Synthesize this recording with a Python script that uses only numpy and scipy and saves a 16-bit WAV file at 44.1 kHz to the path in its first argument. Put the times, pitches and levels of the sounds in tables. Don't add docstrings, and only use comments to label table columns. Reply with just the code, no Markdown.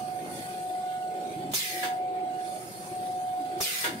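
import sys
import numpy as np
from scipy import signal
from scipy.fft import rfft, irfft
from scipy.io import wavfile
from scipy.ndimage import uniform_filter1d

SR = 44100
rng = np.random.default_rng(int(sys.argv[2]) if len(sys.argv) > 2 else 0)


def log_audio(samples):
    frames = np.atleast_2d(samples).T
    limited = np.clip(frames, -1, 1)
    pcm = np.round(limited * 32767).astype(np.int16)
    wavfile.write(sys.argv[1], SR, pcm)


N = 176400
TIME = np.arange(N) / SR
FREQS = np.maximum(np.arange(N // 2 + 1) * SR / N, 1)


# time in seconds, level in dB before trim, pan in dB (left minus right).
MOTOR_SWELLS = [(0.0, -36.5, -4.5), (0.17, -35.5, -8.5), (0.3, -45, -0.5), (0.68, -34, 2), (0.88, -34, -3),
                (1.17, -35, -3), (1.34, -39, -5), (1.5, -38.5, -2), (1.58, -58.5, -3.5), (1.77, -37.5, 1),
                (1.9, -31.5, -1.0), (1.98, -32, 1.5), (2.31, -34, -5), (2.55, -37, -4.5), (2.68, -54, -6),
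                (2.82, -42, 0), (2.85, -48, -1), (2.95, -36, 1), (3.36, -32, -1.5), (3.42, -33.5, -4.5),
                (3.59, -35.5, -3), (3.69, -57, -3.5), (3.84, -49, -8), (4.0, -47.5, 0.5)]
# time in seconds, level in dB.
OCTAVE_FADER = [(0, -70), (.45, -54.5), (.7, -66), (.95, -53.5), (1.25, -61.5), (1.6, -90), (2.4, -60.5),
                (3.1, -82.5), (3.45, -59), (4, -84)]
# rate in Hz, depth as a share of the note.
GEAR_WOBBLE = [(16.0, 0.018), (23.8, 0.02), (32.0, 0.11), (71.2, 0.069), (106.5, 0.053)]
MOTOR_HZ, MOTOR_TRIM_DB, LEFT_LEAD_S, SHAFT_DB = 735.9, 1.5, 0.00018, -59.5
FLUTTER_HZ, SHARED_FLUTTER, SIDE_FLUTTER = 24, .05, .09

def motor():
    level_db, pan_db = in_time(MOTOR_SWELLS)
    octave_db, = in_time(OCTAVE_FADER)
    shared = SHARED_FLUTTER * (wander(FLUTTER_HZ) + 1j * wander(FLUTTER_HZ))
    per_side = SIDE_FLUTTER * np.array([wander(FLUTTER_HZ) + 1j * wander(FLUTTER_HZ) for _ in range(2)])
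    gears = sum(depth * np.cos(2 * np.pi * hz * TIME + 2.3 * wander(2.4)) for hz, depth in GEAR_WOBBLE)
    rotation = np.exp(2j * np.pi * MOTOR_HZ * (TIME + LEFT_LEAD_S * np.array([[1], [0]])))
    note = rotation * (1 + shared + per_side + gears)
    tones = np.real(from_db(level_db + MOTOR_TRIM_DB) * note + from_db(octave_db) * note ** 2)
    shaft = from_db(SHAFT_DB) * np.cos(np.pi * MOTOR_HZ * TIME) * (1 + .5 * wander(14))
    return np.sqrt(2) * (panned(pan_db) * tones + shaft)


# start in seconds, length in seconds, hiss level in dB before sag,
# sag in dB, opening pitch in Hz, seconds for that pitch to halve, thump level in dB, puff level in dB.
STROKE_CUES = [(1.536, 0.2914, -20.5, 14, 7480, .072, -35, -31),
               (3.604, 0.2337, -28.5, 3.5, 6840, 0.063, -30.5, -28)]
# frequency in Hz, relative gain in dB.
HISS_EQ = [(400, -61), (1300, 7), (2000, 4), (2700, 6.5), (3600, 8.5), (5000, 8.5), (7300, 4), (8800, 10),
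           (11000, 4.5), (13000, 7.5), (15500, -0.5)]
THUMP_EQ = [(50, -16), (110, 5), (250, -5.5), (430, -1.5), (700, 3.5), (1200, 0), (3000, -17), (9000, -46)]
PUFF_EQ = [(100, -17), (330, 6), (700, 5), (1200, 4), (1700, 12.5), (2600, 4.5), (3600, 4), (5500, -4),
           (7200, -4), (9300, -5), (11500, -11), (15500, -6)]
# frequency in Hz, pan in dB.
CYLINDER_PAN = [(300, 3), (3000, -1), (6000, -1), (8200, 9), (11000, -8), (15000, -7.5)]
# opening pitch in Hz, width in Hz, level in dB.
EXHAUST_RINGS = [(1814, 130, -52), (2160, 135, -43), (2556, 120, -46.5), (13200, 700, -53)]
# multiple of the pitch, level in dB against the hiss, width in Hz, decay in seconds.
AIR_COLUMN = [(1, -1, 480, 0.088), (1.35, -8, 900, 0.13), (2.001, -2.5, 1800, 0.062)]
AIR_ATTACK_S, AIR_RELEASE_S, SAG_S = 0.0077, 0.037, 0.17
PILOT_LEAD_S, PILOT_DB = 0.023, -18.5
CRACK_DB, CRACK_DECAY_S = -6.5, 0.0022
KNOCK_HZ, KNOCK_DB, KNOCK_DECAY_S = 390, 2, .009
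THUMP_ATTACK_S, PORT_BUILD_S, PORT_SAG_PER_S = 0.0026, 0.066, .42

def cylinder():
    hiss, thump, puff = (noise(eq, CYLINDER_PAN) for eq in (HISS_EQ, THUMP_EQ, PUFF_EQ))
    rush = rms_one(patchy(hiss, depth_db=3.2, frames=4))
    out = np.zeros((2, N))
    for start, length, hiss_db, sag_db, top_hz, halve_s, thump_db, puff_db in STROKE_CUES:
        age = np.maximum(TIME - start, 0)
        pitch = top_hz / (1 + age / halve_s)
        flow_db = hiss_db - sag_db * (1.5 - np.exp(-age / SAG_S))
        flow = from_db(flow_db) * envelope(start, AIR_ATTACK_S, length, AIR_RELEASE_S)
        spit = envelope(start - PILOT_LEAD_S, AIR_ATTACK_S, hold=AIR_ATTACK_S, decay=PILOT_LEAD_S)
        pilot = from_db(hiss_db + PILOT_DB) * spit
        crack = from_db(hiss_db + CRACK_DB) * (TIME >= start) * np.exp(-age / CRACK_DECAY_S)
        out += flow * piston_echoes(rush, pitch) + (pilot + crack) * hiss

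        cooling = np.exp(-PORT_SAG_PER_S * age)
        port = sum(from_db(db) * narrow_noise(hz * cooling, width) for hz, width, db in EXHAUST_RINGS)
        out += envelope(start, PORT_BUILD_S, length, AIR_RELEASE_S) * port
        for multiple, db, width_hz, decay_s in AIR_COLUMN:
            out += flow * from_db(db) * np.exp(-age / decay_s) * narrow_noise(multiple * pitch, width_hz)

        punch = envelope(start - THUMP_ATTACK_S, THUMP_ATTACK_S, hold=0.0093, decay=0.0034)
        knock = from_db(KNOCK_DB) * np.sin(2 * np.pi * KNOCK_HZ * age) * np.exp(-age / KNOCK_DECAY_S)
        out += from_db(thump_db) * (punch * thump + knock)
        out += from_db(puff_db) * envelope(start + length, attack=0.0068, hold=0.02, decay=0.039) * puff
    return cabinet_reflections(out)


def piston_echoes(x, pitch_hz, echo=0.11):
    def late(delay):
        return np.array([np.interp(TIME - delay, TIME, side) for side in x])
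    return x + echo * late(1 / pitch_hz) + echo ** 2 * late(2 / pitch_hz)


# pitch in Hz, level in dB against the puff, decay in seconds.
FRAME_MODES = [(953.4, -10.5, 0.062), (1440, -11, .045), (1675, -5, 0.044), (2097, -16, 0.071),
               (2640, -13.5, 0.017), (3430, -2.5, 0.012)]

def end_stop(attack_s=0.0068):
    out = np.zeros((2, N))
    for hz, db, decay_s in FRAME_MODES:
        ring = narrow_noise(hz, width_hz=16)
        for start, length, *_, puff_db in STROKE_CUES:
            out += from_db(puff_db + db) * envelope(start + length, attack_s, attack_s, decay_s) * ring
    return out


# start and length in seconds, first and last pitch in Hz, level in dB.
GROAN_CUES = [(0.169, .24, 430, 291.4, -46), (1.061, .45, 440.5, 289.2, -43), (3.838, .16, 400, 190, -42.5)]
# multiple of the pitch, level in dB against the groan, width in Hz.
CARRIAGE_RINGS = [(1, -1.5, 97), (1.5, -10, 140), (.5, -14, 115)]

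def carriage_groan(low_cut_hz=70.6):
    out = np.zeros((2, N))
    for start, length, first_hz, last_hz, db in GROAN_CUES:
        glide = np.clip((TIME - start) / length, 0, 1) ** 1.3
        pitch = first_hz + (last_hz - first_hz) * glide
        rings = sum(from_db(ring_db) * narrow_noise(multiple * pitch, width_hz, channels=1)
                    for multiple, ring_db, width_hz in CARRIAGE_RINGS)
        out += from_db(db) * envelope(start, attack=0.11, hold=length, decay=0.021) * rings
    return signal.sosfilt(signal.butter(4, low_cut_hz, "high", fs=SR, output="sos"), out)


# start and length in seconds, centre and width in Hz, level in dB.
SCRAPE_CUES = [(0.235, 0.06, 1150, 355, -50.5), (0.264, 0.058, 1880, 500, -55), (1.2, 0.1, 3790, 450, -61),
               (1.27, 0.25, 2313, 350, -60), (2.148, 0.05, 2230, 450, -54.5)]

def bottle_scrapes():
    return sum(from_db(db) * envelope(start, attack=.025, hold=length, decay=0.027) * narrow_noise(hz, width)
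               for start, length, hz, width, db in SCRAPE_CUES)


# time in seconds, level in dB before trim.
WHIR_FADER = [(0, -43.5), (.15, -42.5), (.31, -41), (.48, -46.5), (.62, -46.5), (.98, -49.5), (1.22, -42.5),
              (1.5, -47.5), (1.6, -63), (1.78, -43.5), (2.3, -42), (2.55, -45), (2.8, -47), (3.06, -43.5),
              (3.27, -51.5), (3.58, -40.5), (3.66, -54), (3.8, -57), (3.88, -40), (4, -48)]
# frequency in Hz, relative gain in dB.
WHIR_EQ = [(120, -19), (220, -8.5), (300, 1.5), (360, 8), (430, -4), (540, 1), (640, -1.5), (730, 5.5),
           (810, 1.5), (950, -18.5), (1500, -15)]

def mechanism_whir():
    whir = running_noise(WHIR_FADER, WHIR_EQ, trim_db=-0.5, flicker_db=1.0, flicker_hz=13)
    return patchy(whir, depth_db=3.5, size=2048, frames=4)


# time in seconds, level in dB before trim.
RUMBLE_FADER = [(0, -42.5), (.13, -47.5), (.36, -43), (.55, -48.5), (1.15, -53.5), (1.38, -44.5),
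                (1.53, -42), (1.6, -53), (2.0, -51.5), (2.55, -52), (2.66, -48), (3.05, -47), (3.45, -55),
                (3.6, -47), (3.7, -56.5), (3.82, -54.5), (4, -42)]
# frequency in Hz, relative gain in dB.
RUMBLE_EQ = [(25, -35), (40, -26), (58, -19), (80, -14), (120, 1.5), (190, 2.5), (260, -4.5), (450, -16.5)]

def frame_rumble():
    return running_noise(RUMBLE_FADER, RUMBLE_EQ, trim_db=-2.5, flicker_db=2.0, flicker_hz=54)


# time in seconds, level in dB before trim.
SLIDES_FADER = [(0, -48), (.2, -50), (.38, -43), (.6, -48), (1.1, -51), (1.27, -49.5), (1.5, -48),
                (2.05, -54), (2.3, -50), (2.55, -47), (2.85, -48.5), (3.2, -49), (4, -45)]
# frequency in Hz, relative gain in dB.
SLIDES_EQ = [(500, 10), (900, 5.5), (1250, 4), (2200, 4), (3200, 2), (4900, -3.5), (5600, -9.5), (7200, -7),
             (9000, -12), (15000, -13.5)]

def slide_rub():
    return running_noise(SLIDES_FADER, SLIDES_EQ, trim_db=-3, flicker_db=1.1, flicker_hz=25.1)


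# time in seconds, level in dB before trim.
LEAK_FADER = [(0, -47.5), (.26, -47.5), (.36, -40), (.5, -43.5), (.85, -52), (1.15, -55), (1.27, -50),
              (1.48, -55.5), (1.95, -53), (2.12, -64), (2.28, -62), (2.48, -44.5), (2.83, -42.5),
              (3.2, -50), (3.55, -51.5), (4, -47.5)]
# frequency in Hz, relative gain in dB.
LEAK_EQ = [(3000, -50), (5000, -5), (7000, -8.5), (8400, -3.5), (9800, 2), (11000, -3), (11700, -4.5),
           (12600, -9.5), (15500, -14.5)]
# pitch in Hz, width in Hz, level in dB against the fader.
LEAK_WHISTLES = [(4400, 180, -18.5), (4924, 370, -18), (10010, 1400, -13), (11800, 310, -22)]

def air_leak():
    level_db, = in_time(LEAK_FADER)
    whistles = sum(from_db(level_db + db) * narrow_noise(hz, width) for hz, width, db in LEAK_WHISTLES)
    hiss = running_noise(LEAK_FADER, LEAK_EQ, trim_db=-7, flicker_db=-0.6, flicker_hz=25)
    return hiss + whistles * panned(pan_db=-5)


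# time in seconds, level in dB.
WHINE_FADER = [(0, -60), (.21, -72), (.45, -59.5), (.7, -58), (1.05, -59.5), (1.25, -60), (1.48, -61),
               (2.03, -67), (2.2, -64), (2.45, -60), (3.0, -63.5), (3.55, -61), (4, -63)]
# pitch in Hz, level in dB against the fader, pan in dB.
WHINE_TONES = [(4097, -10, -8), (7883, -10, 9), (8129, 0, 12)]

def drive_whines(waver=.3):
    level_db, = in_time(WHINE_FADER)
    drift = waver * wander(22)
    tones = sum(from_db(db) * panned(pan_db) * np.sqrt(2) * np.cos(2 * np.pi * hz * TIME + drift)
                for hz, db, pan_db in WHINE_TONES)
    return from_db(level_db) * (1 + waver * wander(41)) * tones


# frequency in Hz, boost or cut in dB.
STEEL_MODES = [(629, 8), (951, -5), (1370, -12), (1652, -16), (1698, -11), (2105, 11), (2300, 9.5),
               (2417, 8), (3398, -2), (4384, 17.5), (4543, 13), (5012, 8), (5798, 7), (6691, 5)]

def cabinet_colour(mode_width_hz=5.6, ripple_db=3.5, ripple_width_hz=150):
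    knots = np.arange(0, SR / 2, 50)
    smoothing = np.exp(-knots[1] / ripple_width_hz)
    bumps = rms_one(signal.lfilter([1], [1, -smoothing], rng.standard_normal((2, len(knots)))))
    ripple = np.array([np.interp(FREQS, knots, side) for side in bumps])
    modes_db = sum(db / (1 + (2 * (FREQS - hz) / mode_width_hz) ** 2) for hz, db in STEEL_MODES)
    return from_db(modes_db + ripple_db * ripple * FREQS / (FREQS + 900))


def cabinet_reflections(x, t60_s=0.12, wet_db=-6, predelay_s=.004):
    t = TIME[:N // 8]
    echo = rng.standard_normal((2, len(t))) * from_db(-60 * t / t60_s) * (t > predelay_s)
    echo /= np.sqrt(np.sum(echo ** 2, axis=1, keepdims=True))
    return x + from_db(wet_db) * signal.fftconvolve(x, echo, axes=1)[:, :N]


# frequency in Hz, pan in dB.
MACHINE_PAN = [(60, 15), (150, -1), (600, 1.5), (3000, -4), (7000, -5.5), (8100, 8), (9000, 4),
               (10500, -16), (12000, -19), (15000, -12)]

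def running_noise(fader, eq, trim_db, flicker_db, flicker_hz):
    level_db, = in_time(fader)
    return from_db(level_db + trim_db + flicker_db * wander(flicker_hz)) * noise(eq, MACHINE_PAN)


# frequency in Hz, left-right correlation from -1 to 1.
STEREO_CORRELATION = [(40, -0.071), (85, 0.7), (150, 0.91), (300, 0.83), (640, 0.63), (1400, -0.66),
                      (3000, 0.019), (15000, -0.054)]

def noise(eq, pan):
    mid, side = rfft(rng.standard_normal((2, N)))
    alike = np.clip(at_hz(STEREO_CORRELATION), -1, 1)
    pair = np.sqrt(1 + alike) * mid + np.sqrt(1 - alike) * side * np.array([[1], [-1]])
    rolloff = np.minimum(1, FREQS / eq[0][0]) ** 2 * np.minimum(1, eq[-1][0] / FREQS) ** 2
    return rms_one(irfft(pair * from_db(at_hz(eq)) * rolloff * panned(at_hz(pan)) * cabinet_colour(), N))


def narrow_noise(hz, width_hz, channels=2):
    phase = 2 * np.pi * np.cumsum(hz + np.zeros(N)) / SR
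    cos, sin = np.cos(phase), np.sin(phase)
    return np.array([wander(width_hz / 2) * cos + wander(width_hz / 2) * sin for _ in range(channels)])


def patchy(x, depth_db, size=1024, frames=8):
    _, _, cells = signal.stft(x, nperseg=size)
    patches = uniform_filter1d(rng.standard_normal(cells.shape[1:]), size=4, axis=0)
    patches = uniform_filter1d(patches, size=frames, axis=1)
    return signal.istft(cells * from_db(depth_db * rms_one(patches)), nperseg=size)[1][:, :N]


def wander(rate_hz):
    slow = FREQS[:N // 16]
    spectrum = rfft(rng.standard_normal(N // 8))[:len(slow)]
    return rms_one(irfft(spectrum / np.sqrt(1 + (slow / rate_hz) ** 4), N))


def envelope(start, attack, hold, decay):
    age = TIME - start
    return np.clip(age / attack, 0, 1) * np.exp(-np.maximum(age - hold, 0) / decay)


def panned(pan_db):
    gains = np.array([from_db(pan_db / 2), from_db(-pan_db / 2)]).reshape(2, -1)
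    return gains / np.sqrt(np.mean(gains ** 2, axis=0))


def in_time(rows):
    seconds, *columns = np.transpose(rows)
    return [np.interp(TIME, seconds, column) for column in columns]


def at_hz(points):
    hz, value = np.transpose(points)
    return np.interp(np.log(FREQS), np.log(hz), value)


def from_db(db):
    return 10 ** (np.asarray(db) / 20)


def rms_one(x):
    return x / np.sqrt(np.mean(x ** 2) + 1e-20)


def scene():
    bed = mechanism_whir() + frame_rumble()
    rub_and_hiss = patchy(slide_rub() + bottle_scrapes() + air_leak(), depth_db=4.0)
    return motor() + drive_whines() + bed + carriage_groan() + rub_and_hiss + cylinder() + end_stop()


def record(dry, cutoff_hz=15700):
    return signal.sosfiltfilt(signal.ellip(10, .1, 70, cutoff_hz, fs=SR, output="sos"), dry)


dry = scene()
out = record(dry)
log_audio(out)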